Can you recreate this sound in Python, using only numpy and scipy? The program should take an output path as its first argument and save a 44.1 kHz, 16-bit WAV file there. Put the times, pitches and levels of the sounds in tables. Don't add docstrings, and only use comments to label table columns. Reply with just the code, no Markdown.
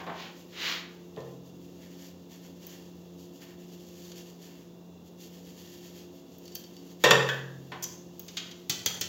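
import sys
import numpy as np
from scipy import signal
from scipy.fft import rfft, irfft
from scipy.io import wavfile

SR = 44100
rng = np.random.default_rng(int(sys.argv[2]) if len(sys.argv) > 2 else 0)


def master(y):
    cut = np.clip(np.atleast_2d(y).T, -1, 1)
    pcm = np.round(cut * 32767)
    wavfile.write(sys.argv[1], SR, pcm.astype(np.int16))


N = 400428
TIME = np.arange(N) / SR

# start_s, clatter_db, tilt_db_per_octave, hoop_ring_db, mesh_ring_db,
# clatter_decay_s
KNOCKS = [(1.170, -35, -11.5, -53, -43.5, 0.019), (7.0383, -14, -1.4, -25, -31, 0.022),
          (7.108, -14, -1.27, -31, -35, 0.0074)]
# start_s, ring_db, click_db
GRAZES = [(7.288, -32, -27.5)]
# start_s, level_db, body_db, contact_decay_s, edge_ring_db,
# pitch_factor (set by where it touches)
TAPS = [(1.163, -56, 9, 0.002, -74, 1), (1.204, -57, 13, 0.0034, -72, 1), (4.117, -48.5, 4, .005, -62, 1),
        (6.4543, -53, -6, 0.0033, -55, 0.97), (6.478, -52, -2, .004, -58, 1), (6.52, -57, -1, .004, -57, 1),
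        (6.554, -42, 0, 0.0033, -44, 1), (6.639, -53, 2, 0.003, -53, 1), (6.7664, -55, 1, 0.0021, -54, 1),
        (7.825, -37.5, -7, 0.0055, -50, 1.29), (7.83, -36, -12, .014, -39, 1.29),
        (7.839, -32, -9, 0.005, -43, 1.29), (8.282, -43, 1.5, 0.01, -60, 1.06),
        (8.369, -29.5, 7, 0.017, -44, 0.53), (8.512, -46.5, 5, .007, -61, .7)]


def gain_of(db):
    return 10 ** (np.asarray(db) / 20)


def evened(x):
    return x / np.sqrt(np.mean(x ** 2) + 1e-20)


def read(points, hz):
    f, value = np.transpose(points)
    return np.interp(np.log(hz + 1), np.log(f + 1), value)


def level(curve):
    s, db = np.transpose(curve)
    return gain_of(np.interp(TIME, s, db))


def add(mix, s, sound):
    part = mix[max(round(s * SR), 0):][:len(sound)]
    part += sound[:len(part)]


def colour(x, *spectra, size=4096):
    hz = abs(np.fft.fftfreq(size, 1 / SR))
    total_db = sum(read(points, hz) for points in spectra)
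    log_gain = np.log(gain_of(total_db))
    taps = np.fft.ifft(np.exp(np.conj(signal.hilbert(log_gain)))).real
    return signal.oaconvolve(x, taps[:size // 2])[:len(x)]


def boost(x, peaks):
    lifted = x
    for hz, width, db in peaks:
        b, a = signal.iirpeak(hz, hz / width, SR)
        lifted = lifted + (gain_of(db) - 1) * signal.lfilter(b, a, x)
    return lifted


def drift(rate_hz):
    hz = np.fft.rfftfreq(N, 1 / SR)
    spectrum = rfft(rng.standard_normal(N)) * np.exp(-(hz / rate_hz) ** 2)
    return evened(irfft(spectrum, N))


def tilt(db_per_octave):
    return [(hz, db_per_octave * np.log2(hz / 500)) for hz in (500, 16000)]


def burst(db, decay, *spectra, treble_life=.4):
    t = TIME[:SR // 3]
    noise = rng.choice([-1., 1.], len(t))
    high_pass = signal.butter(2, 8500, "high", fs=SR, output="sos")
    top = signal.sosfiltfilt(high_pass, noise)
    body = (noise - top) * (1 - np.exp(-t / 0.0016)) * np.exp(-t / decay)
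    tick = top * np.exp(-t / (decay * treble_life)) / np.sqrt(treble_life)
    sound = colour(body + tick, *spectra)
    return gain_of(db) * sound / np.linalg.norm(sound) * np.sqrt(SR / 100)


def ring(modes, blows, rise):
    out, t = np.zeros(N), TIME[:2 * SR]
    for s, db, slope in blows:
        tones = np.zeros(len(t))
        for hz, mode_db, t60 in modes:
            strength = gain_of(mode_db + read(tilt(slope), hz))
            fading = np.exp(-np.log(1000) * t / t60)
            tones += strength * fading * np.sin(2 * np.pi * hz * (s + t))
        add(out, s, gain_of(db) * tones * (1 - np.exp(-t / rise)))
    return out


def swells(strokes, rise, fall):
    power = np.zeros(N)
    for s, db, length in strokes:
        width = length * np.where(TIME < s, rise, fall)
        bell = np.exp(-np.minimum(((TIME - s) / width) ** 2, 20))
        power += (gain_of(db) * bell) ** 2
    return np.sqrt(power)


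def appliance(air_db=-54, hum_db=-51.0, waver_hz=2.8):
    # pitch_hz, relative level_db per Hz
    air = [(30, -43), (70, -12.5), (124, -13), (220, -6.5), (380, -8.5), (560, -15.5), (990, -22.5),
           (1540, -34), (2300, -38.5), (2800, -34.5), (4300, -35.5), (6900, -32.5), (8740, -53),
           (16000, -33.5)]
    # pitch_hz, width_hz, boost_db
    draught = [(2765, 51, 14), (3480, 106, 11.5), (3820, 140, 6.5)]
    # pitch_hz, level_db relative to hum_db, waver_depth
    hum = [(87.8, -17, .6), (175.7, -1, .15), (276.4, -9, .8), (351.1, -5, .4), (447.9, -16, .6),
           (497.6, -17, .8), (526.9, -18, .7), (657, -20, .5)]
    rush = boost(colour(rng.standard_normal(N), air), draught)
    out = gain_of(air_db) * evened(rush)
    for hz, db, waver in hum:
        phasor = 1 + waver * (drift(waver_hz) + 1j * drift(waver_hz))
        phase = 2 * np.pi * hz * TIME + 1.59 * drift(0.88)
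        line = (phasor * np.exp(1j * phase)).real
        out += gain_of(hum_db + db) * evened(line)
    return out


def kitchen(x, first_echo=0.0042):
    # pitch_hz, relative level_db
    walls = [(400, -3.5), (950, 3), (1900, 0), (5000, -3.5), (12000, -5.5)]
    # pitch_hz, t60_s
    reverberation = [(150, 1), (500, 0.69), (1500, 0.58), (4000, 0.53), (7000, 0.54), (14000, 0.41)]
    noise = rng.standard_normal(SR) * (rng.random(SR) < 4000 / SR)
    hz, t, z = signal.stft(noise, SR, nperseg=256)
    strength = gain_of(read(walls, hz))[:, None]
    fading = np.exp(-np.log(1000) * t / read(reverberation, hz)[:, None])
    tail = signal.istft(z * strength * fading, SR, nperseg=256)[1][:SR]
    tail = tail * np.clip(TIME[:SR] / first_echo - 1, 0, 1)
    return signal.fftconvolve(x, tail / np.linalg.norm(tail))[:N]


def echoes(x, turn_s=0.16, count=3):
    turn = TIME / turn_s
    out = np.zeros(N)
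    for k in range(count):
        distance = abs((turn - k + count / 2) % count - count / 2)
        share = np.cos(np.pi / 2 * np.minimum(distance, 1))
        out += kitchen(x * share)
    return out


def touch(db, decay, body_db, sparkle_db, thud_db):
    # pitch_hz, relative level_db per Hz
    tap_colour = [(80, -23), (400, -20.5), (1000, -20), (1400, -10), (2400, -8), (3200, 2.5), (3900, -3.5),
                  (4600, 0), (5200, -4.5), (6200, 3.5), (7200, -3), (8400, -22), (9600, -24), (14000, -10)]
    # pitch_hz, relative level_db per Hz
    palm_colour = [(40, -26), (80, 0), (140, 3), (250, -3), (420, 0.5), (700, -10), (1500, -20.5)]
    shade = [(3800, body_db), (5800, 0), (8000, 0), (13000, sparkle_db)]
    contact = burst(db, decay, tap_colour, shade)
    return contact + burst(db + thud_db - 19.5, 0.0066, palm_colour)


def contacts(sparkle_per_body=-0.38):
    # pitch_hz, relative level_db per Hz
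    clang = [(60, -36), (150, -5), (290, -17.5), (480, 3.5), (720, -8.5), (1050, -5), (1500, -9),
             (1850, -6), (2300, -9.5), (3600, -10.5), (4200, -14.5), (7000, -12.5), (9300, -33),
             (14000, -22)]
    # pitch_hz, width_hz, boost_db
    steel = [(1000, 90, 2), (1830, 60, 8.5), (2670, 80, 7), (2920, 92, 4.5), (3380, 110, 10),
             (3660, 69, 12.5), (4540, 80, 7.5), (5600, 63, 11.5), (6960, 160, 4)]
    # pitch_hz, relative level_db per Hz
    scratch = [(60, -42), (500, 3), (1100, -20), (1700, 11), (2500, -15), (3300, 5.5), (4200, -12.5),
               (7000, -14.5), (9300, -44), (14000, -27)]
    # start_s, level_db before the trim below,
    # tilt_db_per_octave, decay_s
    bumps = [(0.0, -37.5, 3, 0.027), (0.065, -33, -0.5, 0.029), (0.096, -36.5, 0, 0.021),
             (7.718, -35, 4, 0.023), (7.929, -61, 5, 0.007)]
    # pitch_hz, relative level_db per Hz
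    bump_colour = [(50, -61), (150, -5), (450, -4.5), (610, -5), (800, -7.5), (1050, -2), (1300, -13),
                   (1800, -11), (3500, -19.5), (6000, -36), (9000, -56)]
    # pitch_hz, width_hz, boost_db
    hollow = [(760, 230, 6), (940, 120, 0.5), (1500, 150, 4.5)]
    # start_s, level_db
    flicks = [(2.668, -41.5), (6.384, -51), (6.552, -34.5), (8.195, -36.5)]
    # start_s, level_db, contact_decay_s
    slaps = [(8.696, -23, 0.014), (8.8601, -21.5, 0.0088), (9.011, -26, 0.012)]
    out = np.zeros(N)
    for s, db, slope, _, _, decay in KNOCKS:
        add(out, s, boost(burst(db, decay, clang, tilt(slope)), steel))
    for s, _, db in GRAZES:
        add(out, s, burst(db, 0.0088, scratch))
    for s, db, slope, decay in bumps:
        add(out, s, boost(burst(db - 2.5, decay, bump_colour, tilt(slope)), hollow))
    for s, db, body_db, decay, _, _ in TAPS:
        sparkle_db = -4 + sparkle_per_body * body_db
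        add(out, s, touch(db, decay, body_db, sparkle_db, thud_db=-17))
    for s, db in flicks:
        add(out, s, touch(db, decay=0.0057, body_db=-2.5, sparkle_db=15, thud_db=-18))
    for s, db, decay in slaps:
        add(out, s, touch(db, decay, body_db=0.5, sparkle_db=1, thud_db=6))
    return out


def ringing(softness=3.2):
    # pitch_hz, relative level_db, t60_s
    hoop_modes = [(339, -7, .6), (394.5, -5, .7), (427.9, 0, .7), (523.1, -7, .65), (568.3, -2, .65),
                  (614, -11, .4), (787, -10, .65), (839, -9, .65), (922.8, -7, .65), (1002.6, -1, .6),
                  (1144, -6, .5), (1265, -8, .45), (1737, -7, .55), (1769, -8, .5), (1795.8, -1, .58),
                  (1812.3, -1, .58), (1840, -2.5, .55), (2094, -8, .5), (2643, -8, .55), (2940, -8, .45),
                  (3656.1, 4, .66), (3690, -5, .55), (4480, -10, .45), (5620, -10, .35)]
    # pitch_hz, relative level_db, t60_s
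    mesh_modes = [(134.5, 0, 1.75), (178, -8, .9), (465.7, 4, .8)]
    # pitch_hz, relative level_db, t60_s
    rim_modes = [(1110, -10, 0.27), (1510, 0, 0.32), (1550, -5.5, 0.46), (1666, -5, 0.23), (1740, 4, 0.29),
                 (2250, -10, 0.16), (2560, -14, 0.35), (2540, -10, 0.43), (3350, 2.5, 0.13),
                 (3320, -12, 0.27), (3370, -14, .28), (3520, -8, .25)]
    # pitch_hz (before a tap's factor), relative level_db, t60_s
    edge_modes = [(4430, -6, .1), (4550, -2, .14), (4640, 0, .16), (4790, -5, .1), (5430, -4, .12),
                  (5560, -7, .1)]
    hoop_blows = [(s, db, softness * min(slope, 0)) for s, _, slope, db, _, _ in KNOCKS]
    mesh_blows = [(s, db, 0) for s, _, _, _, db, _ in KNOCKS]
    rim_blows = [(s, db, 0) for s, db, _ in GRAZES]
    out = ring(hoop_modes, hoop_blows, rise=0.0029)
    out += ring(mesh_modes, mesh_blows, rise=0.028)
    out += ring(rim_modes, rim_blows, rise=0.00084)
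    for s, _, _, _, db, pitch in TAPS:
        out += ring(np.multiply(edge_modes, (pitch, 1, 1)), [(s, db, 0)], rise=0.00051)
    return out


def slide(trim_db=-1, catch_db=0.4):
    # peak_s, level_db before the trim, length_factor
    slides = [(0.0, -62, 0.56), (0.222, -44, 0.69), (0.68, -30.5, 0.9)]
    # pitch_hz, relative level_db per Hz
    rub_colour = [(60, -53), (300, -2), (700, -10), (1200, -3.5), (1800, 2.5), (3000, 4), (4000, 2.5),
                  (5500, -6.5), (7000, -9.5), (8200, -30), (9300, -40), (11500, -25), (15500, -15)]
    friction = rng.standard_normal(N) * gain_of(catch_db * drift(120))
    strokes = swells(slides, rise=0.1, fall=0.11)
    return gain_of(trim_db) * strokes * evened(colour(friction, rub_colour))


def rocking(count=6, start_s=5.352, period_s=0.1248, first_db=-53.5, growth_db=0.63, length=1.52):
    return [(start_s + k * period_s, first_db + k * growth_db, length, 0) for k in range(count)]


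def grain_hiss(grains_per_s=12000, spread_db=2, clump_db=0.36):
    # pitch_hz, relative level_db per Hz
    powder_colour = [(600, -5), (1350, -8), (1800, -4.5), (2500, -2), (3200, 4.5), (3800, -1), (5400, 1),
                     (7000, 4.5), (8200, -14.5), (9500, -19.5), (11000, -7.5), (13500, -2.5), (15500, -3.5)]
    # pitch_hz, width_hz, boost_db
    pan = [(1790, 78, 8.5), (2110, 200, 2.5), (2800, 100, 5), (3400, 250, 2), (4520, 230, 6)]
    sizes = gain_of(spread_db * np.minimum(rng.exponential(1, N), 5))
    grains = sizes * rng.standard_normal(N) * (rng.random(N) < grains_per_s / SR)
    clumped = grains * gain_of(clump_db * drift(50))
    return evened(boost(colour(clumped, powder_colour), pan))


def powder(trim_db=-3, uneven_db=2.5, uneven_hz=12, body_hz=2600, creep_body_db=-2):
    # time_s, level_db before the trim
    creep_curve = [(0.05, -59), (0.52, -58.5), (1.0, -63), (1.55, -62), (1.8, -57.5), (2.2, -64),
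                   (2.85, -59.5), (3.55, -66.5), (4.0, -55.5), (4.28, -57.5), (4.85, -89), (5.65, -55.5),
                   (6.27, -65.5), (6.6, -57), (7.5, -60), (8.1, -65), (8.35, -52.5), (9.08, -75)]
    # peak_s, level_db before the trim,
    # length_factor, body_db (by which it wakes the pan's low body)
    jolts = [(1.465, -58.5, .8, -6), (1.835, -56, 1.2, 8.5), (1.92, -57, 0.88, 7), (2.03, -50, 1.54, 1),
             (2.33, -51.5, 1.2, 1), (2.445, -58, 1.1, 7), (2.635, -52, 0.98, 2), (2.72, -49, 1.6, 2.5),
             (3.21, -53, 1.1, -19), (3.36, -55, .9, -15), (3.425, -50, 0.73, 6), (3.49, -56.5, 1.3, 9),
             (3.615, -57, 1, 4), (3.735, -53.5, 0.52, -4), (3.885, -55, 1.3, -8), (4.05, -51, 1.7, -5),
             (4.18, -46.5, 0.85, -1.5), (4.44, -50, 1.3, -0.5), (4.54, -58, 2.9, 4), (5.07, -59, .8, -12),
             (5.228, -48, 1.26, -6), (6.16, -57, 1.1, -9), (6.335, -57, .8, -13), (7.02, -49.5, 0.66, 3),
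             (7.3, -46.5, 1.4, 0)]
    hiss = grain_hiss()
    low_pass = signal.butter(3, body_hz, fs=SR, output="sos")
    body = signal.sosfiltfilt(low_pass, hiss)
    wires = hiss - body
    creep = level(creep_curve) * gain_of(uneven_db * drift(uneven_hz))
    throws = jolts + rocking()
    rise_s, fall_s = 0.027, 0.047
    on_wires = swells([(s, db, length) for s, db, length, _ in throws], rise_s, fall_s)
    on_pan = swells([(s, db + body_db, length) for s, db, length, body_db in throws], rise_s, fall_s)
    wire_level = np.hypot(creep, on_wires)
    body_level = np.hypot(gain_of(creep_body_db) * creep, on_pan)
    return gain_of(trim_db) * (wire_level * wires + body_level * body)


def scene(hit_room_db=-5, rub_room_db=-10):
    hits = contacts()
    rubs = powder() + slide()
    room = echoes(gain_of(hit_room_db) * hits + gain_of(rub_room_db) * rubs)
    return (hits + rubs + ringing() + room + appliance())[None]


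def record(dry, low_cut_hz=55, top_hz=15900):
    high_pass = signal.butter(2, low_cut_hz, "high", fs=SR, output="sos")
    thin = signal.sosfilt(high_pass, dry)
    band_limit = signal.firwin(511, top_hz, window=("kaiser", 9), fs=SR)
    return signal.oaconvolve(thin, band_limit[None], "same")


dry = scene()
out = record(dry)
master(out)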